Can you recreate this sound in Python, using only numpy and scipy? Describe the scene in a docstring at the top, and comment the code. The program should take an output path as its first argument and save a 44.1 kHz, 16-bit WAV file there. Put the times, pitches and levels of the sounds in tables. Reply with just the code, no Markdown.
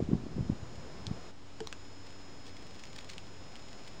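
"""Tortoise on dry twigs and gravel.

Twigs snap, grit crunches under the claws and the dragging shell, a hollow knock rings once.
Light wind bumps the microphone in a wide shot; then a cut to a closer, windless shot.
The camera adds hiss, a thin two-tone whine and a faint motor hum."""
import sys
import numpy as np
from scipy import signal
from scipy.fft import rfft, irfft, next_fast_len
from scipy.io import wavfile
from scipy.ndimage import map_coordinates

SR = 44100
rng = np.random.default_rng(int(sys.argv[2]) if len(sys.argv) > 2 else 0)


def transcribe(signal):
    """Save signal, clipped to [-1, 1], as a 16-bit WAV file at the path in sys.argv[1]."""
    frames = np.atleast_2d(signal).T
    limited = np.clip(frames, -1, 1)
    pcm = np.round(limited * 32767).astype(np.int16)
    wavfile.write(sys.argv[1], SR, pcm)


N = 176400
CLOSE_SHOT_S = 1.31  # cut from the wide shot to the close one


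def amp(db):
    """Decibels to gain."""
    return 10 ** (np.asarray(db) / 20)


def unit(x):
    """Scale to rms 1."""
    return x / np.sqrt(np.mean(x ** 2) + 1e-20)


def clock():
    """Sample times in seconds."""
    return np.arange(N) / SR


def curve(rows):
    """Linear interpolation of (time [s], value) rows."""
    return np.interp(clock(), *np.transpose(rows))


def wobble(rate_hz):
    """Smooth random curve, rate_hz knots a second."""
    return map_coordinates(rng.standard_normal(1024), [clock() * rate_hz + 2], mode='wrap')


def fade(t, t60_s):
    """Exponential decay, 60 dB in t60_s."""
    return np.exp(-np.log(1000) * t / t60_s)


def colour(x, spectrum):
    """Minimum-phase filter from (frequency [Hz], gain [dB]) rows; keeps white-noise power."""
    size = 2 * next_fast_len(N // 2 + 8192)
    hz, db = np.transpose(spectrum)
    log_bins = np.log(np.fft.rfftfreq(size, 1 / SR) + 1)
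    gain = unit(amp(np.interp(log_bins, np.log(hz), db)))
    cepstrum = irfft(np.log(gain + 1e-6))
    cepstrum[1:size // 2] *= 2
    cepstrum[size // 2 + 1:] = 0
    return irfft(rfft(x, size) * np.exp(rfft(cepstrum)))[:N]


def noise(spectrum):
    """Coloured noise, rms 1."""
    return unit(colour(rng.standard_normal(N), spectrum))


def add(track, start_s, sound):
    """Mix a sound into a track."""
    part = track[max(round(start_s * SR), 0):][:len(sound)]
    part += sound[:len(part)]


def grains(per_s, spread_db=7):
    """Random tiny impacts of uneven size, rms 1."""
    hits = rng.random(N) < per_s / SR
    signs = rng.choice([-1, 1], N)
    return unit(hits * signs * amp(spread_db * rng.standard_normal(N)))


def tone(hz, rms_db, drift_rad, waver_db):
    """Sine drifting slightly in level and phase."""
    peak = np.sqrt(2) * amp(rms_db + waver_db * wobble(5.1))
    return peak * np.sin(2 * np.pi * hz * clock() + drift_rad * wobble(6.56))


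# (time [s], level [dB], mode 1 [Hz], mode 2 [Hz], mode 2 [dB re level], t60 [s],
#  crack [dB re level], splinter [dB re level])
TWIG_SNAPS = [(1.0681, -31, 3750, 4240, 2.5, 0.0047, -28, 1.5),
              (1.6043, -39.5, 3000, 4600, -7, 0.012, 6, -2.5),
              (1.6722, -25.5, 4100, 5700, -6, 0.0064, -10.5, -5),
              (1.727, -30, 1640, 2620, 1.5, 0.0075, -4, 0), (2.8375, -33, 2650, 3650, -3, 0.0064, -24, -7),
              (2.9892, -31.5, 3650, 2610, -2.5, 0.0055, -21, -7),
              (3.1005, -32, 2970, 4400, 5, 0.0027, -17, -4),
              (3.1813, -26.5, 2820, 3600, -13, 0.0044, -22, -8.5),
              (3.556, -34, 2890, 2440, -9, 0.0065, -13, -7)]
# (frequency [Hz], gain [dB])
SPLINTER_SPECTRUM = [(300, -26), (2000, -10), (3200, 0), (4300, 3), (5100, 1), (6000, 5.5), (7000, -2),
                     (7900, -0.5), (9300, -14), (11500, -49), (15000, -18)]
CRACK_SPECTRUM = [(100, -22), (500, 4.5), (1000, 10), (1800, -0.5), (4500, -3), (8000, -12), (11000, -35)]


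def twigs(ring_rise_s=0.00013, splinter_t60_s=0.0021):
    """Each snap: a brief two-mode ring, bright splintering and a duller crack."""
    ring, splinter, crack = np.zeros((3, N))
    t = np.arange(SR // 20) / SR
    for start_s, db, mode1_hz, mode2_hz, mode2_db, t60_s, crack_db, splinter_db in TWIG_SNAPS:
        splinter_noise, crack_noise = rng.choice([-1, 1], (2, len(t)))
        modes = np.sin(2 * np.pi * mode1_hz * t) + amp(mode2_db) * np.sin(2 * np.pi * mode2_hz * t)
        rise = 1 - np.exp(-t / ring_rise_s)
        add(ring, start_s, amp(db) * rise * fade(t, t60_s) * modes)
        add(splinter, start_s, amp(db + splinter_db) * fade(t, splinter_t60_s) * splinter_noise)
        add(crack, start_s, amp(db + crack_db) * fade(t, t60_s) * crack_noise)
    return ring + colour(splinter, SPLINTER_SPECTRUM) + colour(crack, CRACK_SPECTRUM)


# (centre time [s], length [s], level [dB])
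CLAW_CRUNCHES = [(0.758, 0.01, -55), (1.851, 0.0055, -57), (2.069, 0.0093, -53), (2.105, .005, -55),
                 (2.127, 0.0038, -55), (2.468, .016, -53.5), (2.487, 0.025, -53.5), (2.569, 0.0058, -50),
                 (2.626, 0.0053, -53.5), (2.668, 0.0024, -51), (2.71, 0.0074, -54), (2.749, 0.023, -61),
                 (2.798, 0.018, -53), (2.838, 0.007, -50), (2.855, 0.0052, -49), (2.874, 0.01, -57),
                 (2.956, .012, -67), (2.963, 0.0077, -43.5), (2.986, 0.0067, -45.5), (3.008, 0.013, -52),
                 (3.046, 0.0046, -49), (3.096, 0.01, -45), (3.11, 0.034, -52.5), (3.139, 0.012, -50.5),
                 (3.272, 0.0098, -58.5), (3.564, 0.002, -49), (3.686, 0.018, -56), (3.88, 0.0089, -48)]
# (time [s], level [dB])
SHELL_DRAG = [(1.3, -82), (1.8, -80), (2.3, -70.5), (2.8, -65), (3.3, -73.5), (3.7, -66.5), (4, -67.5)]
# (frequency [Hz], gain [dB])
GRIT_SPECTRUM = [(300, -14), (1200, -8.5), (2600, 3), (4300, -3), (7000, -8.5), (9000, -14.5), (11500, -50),
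                 (15000, -24)]


def gravel(swarm_gain_db=-2, large_grain_gain_db=17.5):
    """Claws crunch a swarm of grains as one large grain gives way; the shell drags over sparse ones."""
    t, claws = clock(), np.zeros(N)
    swarm = grains(per_s=1900)
    for centre_s, length_s, db in CLAW_CRUNCHES:
        envelope = np.exp(-(2 * (t - centre_s) / length_s) ** 2)
        envelope_rms = np.sqrt(np.mean(envelope ** 2))
        claws += amp(db + swarm_gain_db) * unit(envelope * swarm) * envelope_rms
        add(claws, centre_s, amp([db + large_grain_gain_db]))
    shell = amp(curve(SHELL_DRAG)) * grains(per_s=170)
    return colour(claws + shell, GRIT_SPECTRUM)


# (frequency [Hz], level [dB], t60 [s])
KNOCK_MODES = [(439, -30.5, 0.13), (349, -36.5, 0.1), (200, -28, 0.028)]


def knock(start_s=1.6055, rise_s=0.0036):
    """A bumped hollow body rings in three low modes."""
    t = np.maximum(clock() - start_s, 0)
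    modes = sum(amp(db) * fade(t, t60_s) * np.sin(2 * np.pi * hz * t) for hz, db, t60_s in KNOCK_MODES)
    return (1 - np.exp(-t / rise_s)) * modes


def ground_echo(direct, gain_db=-9.5, t60_s=0.046):
    """Direct sound plus short, weak scatter off ground and scrub."""
    t = np.arange(SR // 10) / SR
    tail = rng.standard_normal(len(t)) * fade(t, t60_s)
    return direct + amp(gain_db) * signal.fftconvolve(direct, tail / np.linalg.norm(tail))[:N]


# (time [s], level [dB], frequency [Hz])
EDDY_BUMPS = [(.004, -21.5, 375), (0.026, -21.5, 198), (0.091, -21.5, 210), (.101, -29, 229),
              (0.1177, -21.5, 280), (0.1346, -12, 191), (.140, -25.5, 245), (.154, -19.5, 154),
              (0.239, -31.5, 196), (.267, -28, 246), (.369, -26.5, 160), (.383, -23, 240), (.394, -27, 150),
              (.409, -19, 123), (0.431, -29.5, 162), (0.5, -16.5, 195), (0.521, -25, 100),
              (.531, -29.5, 178), (0.632, -32, 99), (0.781, -36, 86), (1.08, -30, 109), (1.1143, -22, 155)]
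# (time [s], level [dB])
RUMBLE_LEVEL = [(0, -30.5), (.065, -47.5), (.13, -33.5), (.21, -45), (.34, -45), (.4, -37), (.47, -44.5),
                (.52, -42.5), (.58, -52), (.9, -52.5), (1.0, -50.5), (1.12, -46.5), (1.16, -50), (1.3, -59)]
# (frequency [Hz], gain [dB])
RUMBLE_SPECTRUM = [(20, -7.5), (45, -3.5), (105, 1.5), (220, -5), (400, -13.5), (800, -33), (1600, -64),
                   (4000, -80)]
RASP_SPECTRUM = [(80, -13.5), (250, -7.5), (450, -2), (750, -8.5), (1200, -23), (2000, -34.5),
                 (5000, -54.5)]


def wind(half_width_cycles=0.43, rasp_gain_db=-27, rasp_half_width_s=0.0064):
    """Each eddy at the microphone: one pressure swing with a turbulent rasp, over uneven rumble."""
    t, turbulence = clock(), noise(RASP_SPECTRUM)
    pressure = amp(curve(RUMBLE_LEVEL)) * noise(RUMBLE_SPECTRUM) * (t < CLOSE_SHOT_S)
    for centre_s, db, hz in EDDY_BUMPS:
        cycles = (t - centre_s) * hz
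        envelope = 1 / np.cosh(np.clip(cycles / half_width_cycles, -20, 20)) ** 2
        swing = -np.sin(2 * np.pi * cycles) * envelope
        rasp = amp(rasp_gain_db) * turbulence * np.exp(-((t - centre_s) / rasp_half_width_s) ** 2)
        pressure += amp(db) * (swing + rasp)
    return pressure


# (frequency [Hz], gain [dB])
CLOSE_AIR_SPECTRUM = [(20, -1.5), (45, 3), (70, -1.5), (130, 1), (380, -3.5), (700, -7), (1200, -11),
                      (2000, -14.5), (4300, -17.5), (7000, -23), (8500, -32), (10000, -39), (12000, -61),
                      (15000, -40.5)]
WIDE_AIR_SPECTRUM = [(20, -13), (60, 2), (120, -2.5), (400, 0), (800, -4), (1500, -10), (2500, -14),
                     (4500, -16.5), (7000, -21.5), (8500, -30.5), (10000, -37.5), (12000, -55),
                     (15000, -39.5)]


def air_hiss(close_db=-53, wide_db=-49.5):
    """Outdoor air and camera hiss, quieter in the close shot."""
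    close = amp(close_db) * noise(CLOSE_AIR_SPECTRUM)
    wide = amp(wide_db) * noise(WIDE_AIR_SPECTRUM)
    return np.where(clock() > CLOSE_SHOT_S, close, wide)


# (frequency [Hz], base level [dB])
WHINE_TONES = [(5142.5, -62.5), (6857, -67)]
# (time [s], gain [dB])
WHINE_GAIN = [(0, -5.5), (.6, 0), (1.29, -1), (1.33, -9), (1.54, -6), (1.6, -3.5), (4, -1.5)]


def camera_whine():
    """Two thin, high tones that swell and dip together."""
    gain_db = curve(WHINE_GAIN)
    return sum(tone(hz, db + gain_db, drift_rad=0.12, waver_db=1.5) for hz, db in WHINE_TONES)


# (time [s], rms level [dB])
HUM_LOW_LEVEL = [(1.32, -59.5), (2.07, -59.5), (2.65, -59.5), (2.8, -63), (3.3, -58.5), (3.44, -60),
                 (3.5, -78), (3.85, -68), (4, -54.5)]
HUM_HIGH_LEVEL = [(1.32, -63.5), (2.07, -61.5), (2.5, -61), (2.76, -75), (4, -87)]


def motor_hum(low_hz=92.2, high_hz=282):
    """Camera motor: fundamental and a tone near its third harmonic, heard only in the close shot."""
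    low = tone(low_hz, curve(HUM_LOW_LEVEL), drift_rad=0.35, waver_db=0.5)
    high = tone(high_hz, curve(HUM_HIGH_LEVEL), drift_rad=0.35, waver_db=0.5)
    return (clock() > CLOSE_SHOT_S) * (low + high)


# (time [s], gain [dB])
HISS_AND_WHINE_GAIN = [(0, -3), (.3, -4), (.65, -2.5), (1.29, -1), (1.325, -4), (1.5, -1), (1.63, 0),
                       (1.9, 0), (2.6, 0.5), (4, 1.5)]


def background():
    """Hiss and whine on one gain curve, plus the hum."""
    return amp(curve(HISS_AND_WHINE_GAIN)) * (air_hiss() + camera_whine()) + motor_hum()


def scene():
    """Tortoise, wind and background at one microphone."""
    return (ground_echo(twigs() + gravel()) + knock() + wind() + background())[None]


def record(dry):
    """Camera band limit and converter DC offset."""
    cutoff_hz, dc_offset = 15850, -0.0065
    size = next_fast_len(N + 8192)
    passband = np.fft.rfftfreq(size, 1 / SR) < cutoff_hz
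    return dc_offset + irfft(rfft(dry, size) * passband, size)[:, :N]


dry = scene()
out = record(dry)
transcribe(out)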